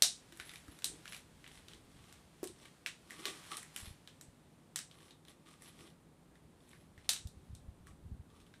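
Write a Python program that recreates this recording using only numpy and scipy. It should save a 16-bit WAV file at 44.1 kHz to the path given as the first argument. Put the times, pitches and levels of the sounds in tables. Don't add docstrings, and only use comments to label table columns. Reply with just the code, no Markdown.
import sys
import numpy as np
from scipy import signal
from scipy.fft import rfft, irfft, next_fast_len
from scipy.io import wavfile
from scipy.ndimage import map_coordinates

SR = 44100
rng = np.random.default_rng(int(sys.argv[2]) if len(sys.argv) > 2 else 0)


def persist_wave(psi):
    counts = np.round(np.clip(psi, -1, 1) * 32767).astype(np.int16)
    wavfile.write(sys.argv[1], SR, np.atleast_2d(counts).T)


N = 379260

# start and end in seconds, relative level in dB, then offsets in dB
STROKES = [(0.317, .62, -66.5, -13, 1.5, -6), (0.629, 0.817, -73.5, -8, 3, 6),
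           (0.851, 1.02, -67.5, -13, -10, 9), (1.037, 1.214, -66.5, -26, 3, -18),
           (1.471, 1.628, -63.5, -16, -11, -15), (1.651, 1.801, -67.5, -13, -20, -3),
           (1.803, 2.25, -72.5, -4, -20, -10.5), (2.549, 2.716, -64, -9, -16, -5),
           (3.06, 3.443, -58.5, -5, -9.5, -2.5), (3.237, 3.313, -46, -8.5, -30, -15),
           (3.429, 3.64, -55.5, -17, -8, -11.5), (3.504, 3.549, -49, 3, -20, -10.5),
           (3.726, 3.94, -59, -15, -2.5, -18), (4.89, 5.159, -68, -5.5, -7, -3),
           (5.271, 5.329, -65, -5, -5, -9), (5.451, 5.553, -65, -4.5, -15, -1),
           (5.602, 5.707, -63.5, -12, -3, -6), (5.75, 5.916, -64, -7.5, -10, 1),
           (6.56, 6.875, -74, -12.5, -3.5, -5), (6.972, 7.098, -70.5, -12, -20, -2),
           (7.842, 7.924, -71, 1, -19.5, -6), (8.27, 8.508, -72.5, -0.5, -11, -11)]


def amp(db):
    return 10 ** (np.asarray(db) / 20)


def unit(x):
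    return x / np.sqrt(np.mean(x ** 2) + 1e-20)


def along(points, hz):
    point_hz, values = np.transpose(points)
    return np.interp(np.log(hz + 1), np.log(point_hz + 1), values)


def add(track, start_s, x):
    i = max(round(start_s * SR), 0)
    track[i:i + len(x)] += x[:max(len(track) - i, 0)]


def filtered(x, response):
    size = next_fast_len(len(x) + SR // 8)
    return irfft(rfft(x, size) * response(np.fft.rfftfreq(size, 1 / SR)), size)[:len(x)]


def coloured(x, spectrum):
    return unit(filtered(x, lambda hz: amp(along(spectrum, hz))))


def resonances(modes, hz):
    return sum((-1) ** k * amp(db) * 1j * hz * width / (centre ** 2 - hz ** 2 + 1j * hz * width)
               for k, (centre, width, db) in enumerate(modes))


def rung(force, modes):
    return unit(filtered(force, lambda hz: resonances(modes, hz)))


def minimum_phase(gain):
    cepstrum = irfft(np.log(np.maximum(gain, 1e-6)))
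    half = len(cepstrum) // 2
    cepstrum[1:half] *= 2
    cepstrum[half + 1:] = 0
    return irfft(np.exp(rfft(cepstrum)))


def wobble(knots_per_s):
    knots = rng.standard_normal(int(N * knots_per_s / SR) + 4)
    return map_coordinates(knots, [np.arange(N) * knots_per_s / SR])


def slips(size, per_s, spread_db, hiss):
    slipping = rng.random(size) < per_s / SR
    strength = amp(spread_db * np.minimum(rng.exponential(size=size), 3))
    jerks = slipping * strength * rng.choice([-1, 1], size)
    return unit(unit(jerks) + hiss * rng.standard_normal(size))


def room(x, tail_db, build_s=0.0049):
    # frequency in Hz, T60 in seconds.
    decay = [(300, 0.14), (1200, 0.21), (4000, .24), (9000, 0.27), (15000, 0.055)]
    # delay in seconds, gain in dB.
    echoes = [(.0066, -16.5), (.0075, -14), (0.012, -13.5), (0.0151, -18.5), (.025, -18.5), (0.0411, -24.5)]
    hz, t, noise = signal.stft(rng.standard_normal(SR // 2), SR, nperseg=256)
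    tail = signal.istft(noise * amp(-60 * t / along(decay, hz)[:, None]), SR, nperseg=256)[1]
    tail *= 1 - np.exp(-(np.arange(len(tail)) / SR / build_s) ** 2)
    tail *= amp(tail_db) / np.linalg.norm(tail)
    for delay_s, db in echoes:
        stretch = 1 + .04 * rng.uniform(-1, 1)
        tail[round(delay_s * SR * stretch)] += amp(db)
    return signal.fftconvolve(x, tail)


def room_hum():
    # frequency in Hz, relative density in dB.
    spectrum = [(20, -28.5), (50, -7), (100, -3), (175, -2), (256, -2.5), (363, -7), (620, -12.5),
                (1020, -16), (1400, -20.5), (2760, -27), (3720, -27), (5500, -33.5), (9070, -28),
                (15000, -40.5)]
    air = coloured(rng.standard_normal(N), spectrum)
    vent_modes = [(80, 30, -10), (158.3, 23, 3), (356, 60, -8)]
    drone = unit(filtered(rng.standard_normal(N), lambda hz: resonances(vent_modes, hz) ** 2))
    return amp(-65) * air + amp(-71.5) * drone


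def cloth():
    # time in seconds, relative level in dB.
    rustle_level = [
        [(0.2, -69), (1.06, -66.5), (1.21, -70.5), (2.9, -73.5), (3.39, -60.5), (3.73, -65.5), (3.92, -71),
         (4.05, -74)],
        [(5.2, -84), (5.36, -81), (5.75, -70.5), (5.96, -84), (6.28, -83.5), (7.24, -78), (8.18, -88),
         (8.6, -79.5)],
    ]
    # frequency in Hz, relative density in dB.
    spectrum = [(200, -22), (600, 1.5), (1500, 3.5), (3500, 2), (6500, -3.5), (9000, -1.5), (12500, -10.5),
                (15500, -22)]
    level_db = 1.5 + np.interp(np.arange(N) / SR, *np.vstack(rustle_level).T) + wobble(8.3)
    return amp(level_db) * coloured(slips(N, per_s=4000, spread_db=2, hiss=2.1), spectrum)


def grip_rumble(gain_db=-2.5, swing=1.5):
    # time in seconds, relative level in dB.
    motion = [(0.0, -72), (1.87, -64.5), (2.27, -73), (5.51, -76), (5.8, -69), (5.99, -72), (6.99, -69),
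              (7.35, -63.5), (8.14, -62), (8.26, -68), (8.6, -68.5)]
    spectrum = [(15, -21), (35, -6), (60, 2), (110, -2.5), (180, -10), (320, -23), (900, -54.5)]
    motion_db = np.interp(np.arange(N) / SR, *np.transpose(motion))
    mean_db = motion_db.mean()
    level_db = gain_db + mean_db + swing * (motion_db - mean_db) + 2 * wobble(12)
    return amp(level_db) * coloured(rng.standard_normal(N), spectrum)


def bumps(gain_db=-1, rise_s=0.0082, body_hz=81.3, detune=0.09):
    # start in seconds, relative peak in dB.
    pushes = [(.681, -50.5), (3.825, -47), (3.87, -46.5), (3.904, -45.5), (4.281, -53.5), (5.805, -52.5),
              (6.975, -50.5), (7.251, -36), (7.369, -47.5), (7.495, -39), (7.527, -40.5), (7.678, -41.5),
              (7.8, -47), (8.05, -43), (8.11, -33), (8.14, -43), (8.193, -41.5)]
    shudder_spectrum = [(20, -19), (45, 11.5), (110, -2), (200, -0.5), (400, -55), (1200, -75)]
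    out, t = np.zeros(N), np.arange(SR // 6) / SR
    push = (t / rise_s) ** 2 * np.exp(2 - 2 * t / rise_s)
    for start_s, db in pushes:
        hz = body_hz * (1 + detune * rng.normal())
        thump = push * np.sin(2 * np.pi * hz * t)
        shudder = np.sqrt(push) * coloured(rng.standard_normal(len(t)), shudder_spectrum)
        add(out, start_s, amp(db + gain_db) * (thump + amp(-9) * shudder))
    return out


def pops(t60_cycles=24, attack_s=0.0015):
    # start in seconds, level in dB, pitch in Hz.
    strikes = [(.0226, -38.5, 710), (.324, -49.5, 333), (.683, -47.5, 291), (2.4301, -28.5, 359),
               (3.256, -42.5, 390), (3.284, -43.5, 380)]
    puff_spectrum = [(80, -20), (300, -8), (900, -2.5), (2000, -16.5), (6000, -18.5)]
    out, t = np.zeros(N), np.arange(SR // 4) / SR
    for start_s, db, hz in strikes:
        fade = amp(db - 60 * t * hz / t60_cycles)
        note = fade * (1 - np.exp(-t / attack_s)) * np.sin(2 * np.pi * hz * t)
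        puff = amp(-16.5) * fade * coloured(rng.standard_normal(len(t)), puff_spectrum)
        add(out, start_s, note + puff)
        add(out, start_s, amp(-5) * room(note + puff, tail_db=-1))
        add(out, start_s + 0.024, amp(-8) * note)
        add(out, start_s + 0.069, amp(-13.5) * note)
    return out


def rubbing(catch_db=3):
    # centre in Hz, width in Hz, gain in dB.
    wall_modes = [(1480, 130, -6.5), (1860, 150, 6.5), (2405, 800, -1), (3150, 290, 7), (3550, 390, 3.5),
                  (4220, 260, 3.5)]
    # frequency in Hz, relative density in dB.
    scrape_spectrum = [(150, -22), (400, -9), (800, -1), (1500, -5), (3500, -11.5), (5500, -24),
                       (8000, -15.5), (16000, -38)]
    fizz_spectrum = [(2500, -28.5), (4500, -4.5), (5600, 1), (6800, -7.5), (8200, 0.5), (9800, -3),
                     (12500, -25), (14200, -10.5), (15500, -25)]
    tube_modes = [(1125, 62, -1.8), (1250, 63, -0.23)]
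    air_modes = [(160, 43, -7), (295, 55, 0.5), (389, 69, 0)]
    squeak_modes = [(11020, 160, 1.5), (14500, 260, -15.5)]
    out = np.zeros(N)
    catching = amp(catch_db * wobble(90))
    for start_s, end_s, db, tube_db, squeak_db, air_db in STROKES:
        size = max(round((end_s - start_s) * SR), 512)
        creak = slips(size, per_s=170, spread_db=4, hiss=0.22)
        slide = slips(size, per_s=1800, spread_db=3.5, hiss=0.84)
        fizz = slips(size, per_s=1200, spread_db=0.5, hiss=0.39)
        sound = (amp(-3) * rung(creak, wall_modes)
                 + amp(-7) * coloured(slide + creak, scrape_spectrum)
                 + amp(tube_db - 2) * rung(slide, tube_modes)
                 + amp(air_db - 1) * rung(slide, air_modes)
                 + amp(-6) * coloured(fizz, fizz_spectrum)
                 + amp(squeak_db - 1) * rung(slide + creak, squeak_modes))
        pressure = np.sin(np.pi * np.arange(size) / size) ** 0.8
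        add(out, start_s, amp(db) * pressure * sound)
    out *= catching
    return amp(-0.5) * out + amp(-5.5) * room(out, tail_db=-1.5)[:N]


def ticks(per_s=14, spread_db=3.5, low_hz=1910, high_hz=4000, middle_db=4, treble_db=-6):
    rows = []
    for start_s, end_s, stroke_db, *_ in STROKES:
        count = max(round(per_s * (end_s - start_s)), 1)
        for k, (jitter, force, part) in enumerate(rng.random((24, 3))[:count]):
            progress = (k + jitter) / count
            pressure_db = 10 * np.log10(np.sin(np.pi * progress))
            db = min(stroke_db + 4, -59) + pressure_db + spread_db * (2 * force - 1)
            ring_hz = low_hz * (high_hz / low_hz) ** part
            rows.append((start_s + (end_s - start_s) * progress, db, ring_hz, middle_db, treble_db))
    return rows


def contact_gain(hz, force_db, middle_db, treble_db):
    low_db = -6.5 - 0.24 * force_db
    spectrum = [(80, low_db - 17), (350, low_db), (700, low_db),
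                (1100, (low_db + middle_db) / 2 - 1.5), (1900, middle_db), (3700, -0.37),
                (5400, treble_db / 2), (8500, treble_db + 1.5),
                (11500, treble_db - 1), (15500, treble_db - 9)]
    return amp(along(spectrum, hz))


def blow(t, force_db):
    chatter_s = 0.00325 * 0.5 ** (force_db / 90)
    chatter = rng.standard_normal(len(t)) * np.exp(-(t / chatter_s) ** 2)
    force = chatter / np.linalg.norm(chatter) * chatter_s / 0.0025
    force[0] += 1
    return force


def clicks(gain_db=23, touch_db=-50, detune=0.016, vary_db=2, ring_width_ratio=0.16):
    # start in seconds, relative level in dB, struck part's ring in Hz,
    # middle and treble in dB against the 4 kHz band.
    contacts = [(0.0227, -17.5, 5450, -11, -2.5), (0.0246, -33, 4465, -13.5, -7),
                (0.3236, -54, 1560, 3, -7), (0.373, -54.5, 1310, 20, 12), (0.3995, -42, 1480, 9.5, -10),
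                (0.4939, -48, 3760, 7, -9), (.5159, -57, 2450, 12, 0), (.5371, -51, 2280, 11, 1),
                (.558, -49, 2320, 8, -2), (.6821, -56.5, 1300, 11, -9), (.789, -55, 1420, 4, 3),
                (.822, -52, 3450, 6, -4), (.844, -30, 3920, -6.5, 1), (1.0563, -47.5, 1480, 8, -12),
                (1.0783, -48, 3040, 1, -9), (1.1235, -47, 2440, 2, -12), (1.1322, -47, 2430, 3, -9),
                (1.1466, -47, 2570, 0, -9), (1.1654, -54.5, 3010, -7, -5), (1.4427, -53, 2290, 6, -11),
                (1.4638, -53.5, 3230, 2, -29), (1.477, -56, 2170, 7, 0), (1.684, -51.5, 3260, -4, -10),
                (1.7346, -53.5, 3350, -3, -11), (2.1261, -55, 1350, 1, -1), (2.4412, -44.5, 8900, -1, 0),
                (2.4737, -47, 9000, -3.5, -6), (2.6564, -57.5, 2300, 15, 1), (2.8621, -34, 2580, 3, -9),
                (3.107, -45.5, 1910, 13, 1), (3.255, -34.5, 3820, 1, -6.5), (3.5698, -41, 9250, 1, 0),
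                (3.6297, -50.5, 1940, 19, 11), (3.7626, -39, 3240, 9.5, 4),
                (4.0753, -50.5, 3160, 0.5, -8.5), (4.2115, -50.5, 7710, 2, 1),
                (4.7596, -34, 7900, 1.5, -0.5), (4.7895, -41.5, 4870, 5, -2), (4.913, -55.5, 3230, -4, -12),
                (5.1078, -56, 3700, -9.5, -15), (5.2512, -61.5, 3680, -3.5, -9), (5.2839, -56, 3280, 0, -4),
                (5.6217, -54, 8900, 13, 4), (6.3554, -64, 2070, 8, -10.5), (6.6913, -63, 8140, 7.5, 3),
                (6.7321, -57, 1720, 13, -13), (6.9784, -57.5, 1980, 5, -10), (7.0918, -27.5, 4200, -2, 1),
                (7.094, -27.5, 5900, -7, -5.5), (7.0973, -40, 3900, -6, -6), (7.134, -38.5, 4000, 1, 1),
                (7.1641, -45, 3900, -1, -11), (7.2727, -53, 3970, -20, -1),
                (7.5507, -55.5, 8500, -15.5, -5), (7.87, -56.5, 1293, 17, 3.5),
                (8.5399, -57.5, 1620, 3, -12)]
    # centre in Hz, width in Hz, gain in dB.
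    shell_modes = [(673, 190, 2), (1150, 130, 0), (1640, 420, 0), (3046, 300, -1.5), (3840, 500, 6),
                   (5770, 490, 1), (8170, 1800, 3)]
    out, size = np.zeros(N), 4096
    hz, t = np.fft.rfftfreq(size, 1 / SR), np.arange(size) / SR
    for start_s, db, ring_hz, middle_db, treble_db in contacts + ticks():
        force_db = db - touch_db
        modes = [(centre * (1 + detune * rng.normal()), width, mode_db + vary_db * rng.normal())
                 for centre, width, mode_db in shell_modes]
        shell = np.sqrt(1 + sum(abs(resonances([mode], hz)) ** 2 for mode in modes))
        part = abs(resonances([(ring_hz, ring_width_ratio * ring_hz, 11 - 0.07 * force_db)], hz))
        contact = contact_gain(hz, force_db, middle_db, treble_db)
        ring = minimum_phase(np.hypot(shell, part) * contact)
        click = signal.fftconvolve(blow(t, force_db), ring)[:size]
        add(out, start_s, amp(db + gain_db) * click / np.linalg.norm(click))
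        radiated = minimum_phase(np.hypot(shell, amp(-4) * part) * contact)
        reflections = room(radiated / np.linalg.norm(radiated), tail_db=-1.5, build_s=0.0055)
        room_db = -4 + 0.0437 * force_db
        add(out, start_s, amp(db + gain_db + room_db) * reflections)
    return out


def scene():
    return (clicks() + rubbing() + pops() + bumps() + grip_rumble() + room_hum() + cloth())[None]


def record(dry):
    top_hz = 15550
    return np.array([filtered(x, lambda hz: 1 / (1 + (hz / top_hz) ** 160)) for x in dry])


dry = scene()
out = record(dry)
persist_wave(out)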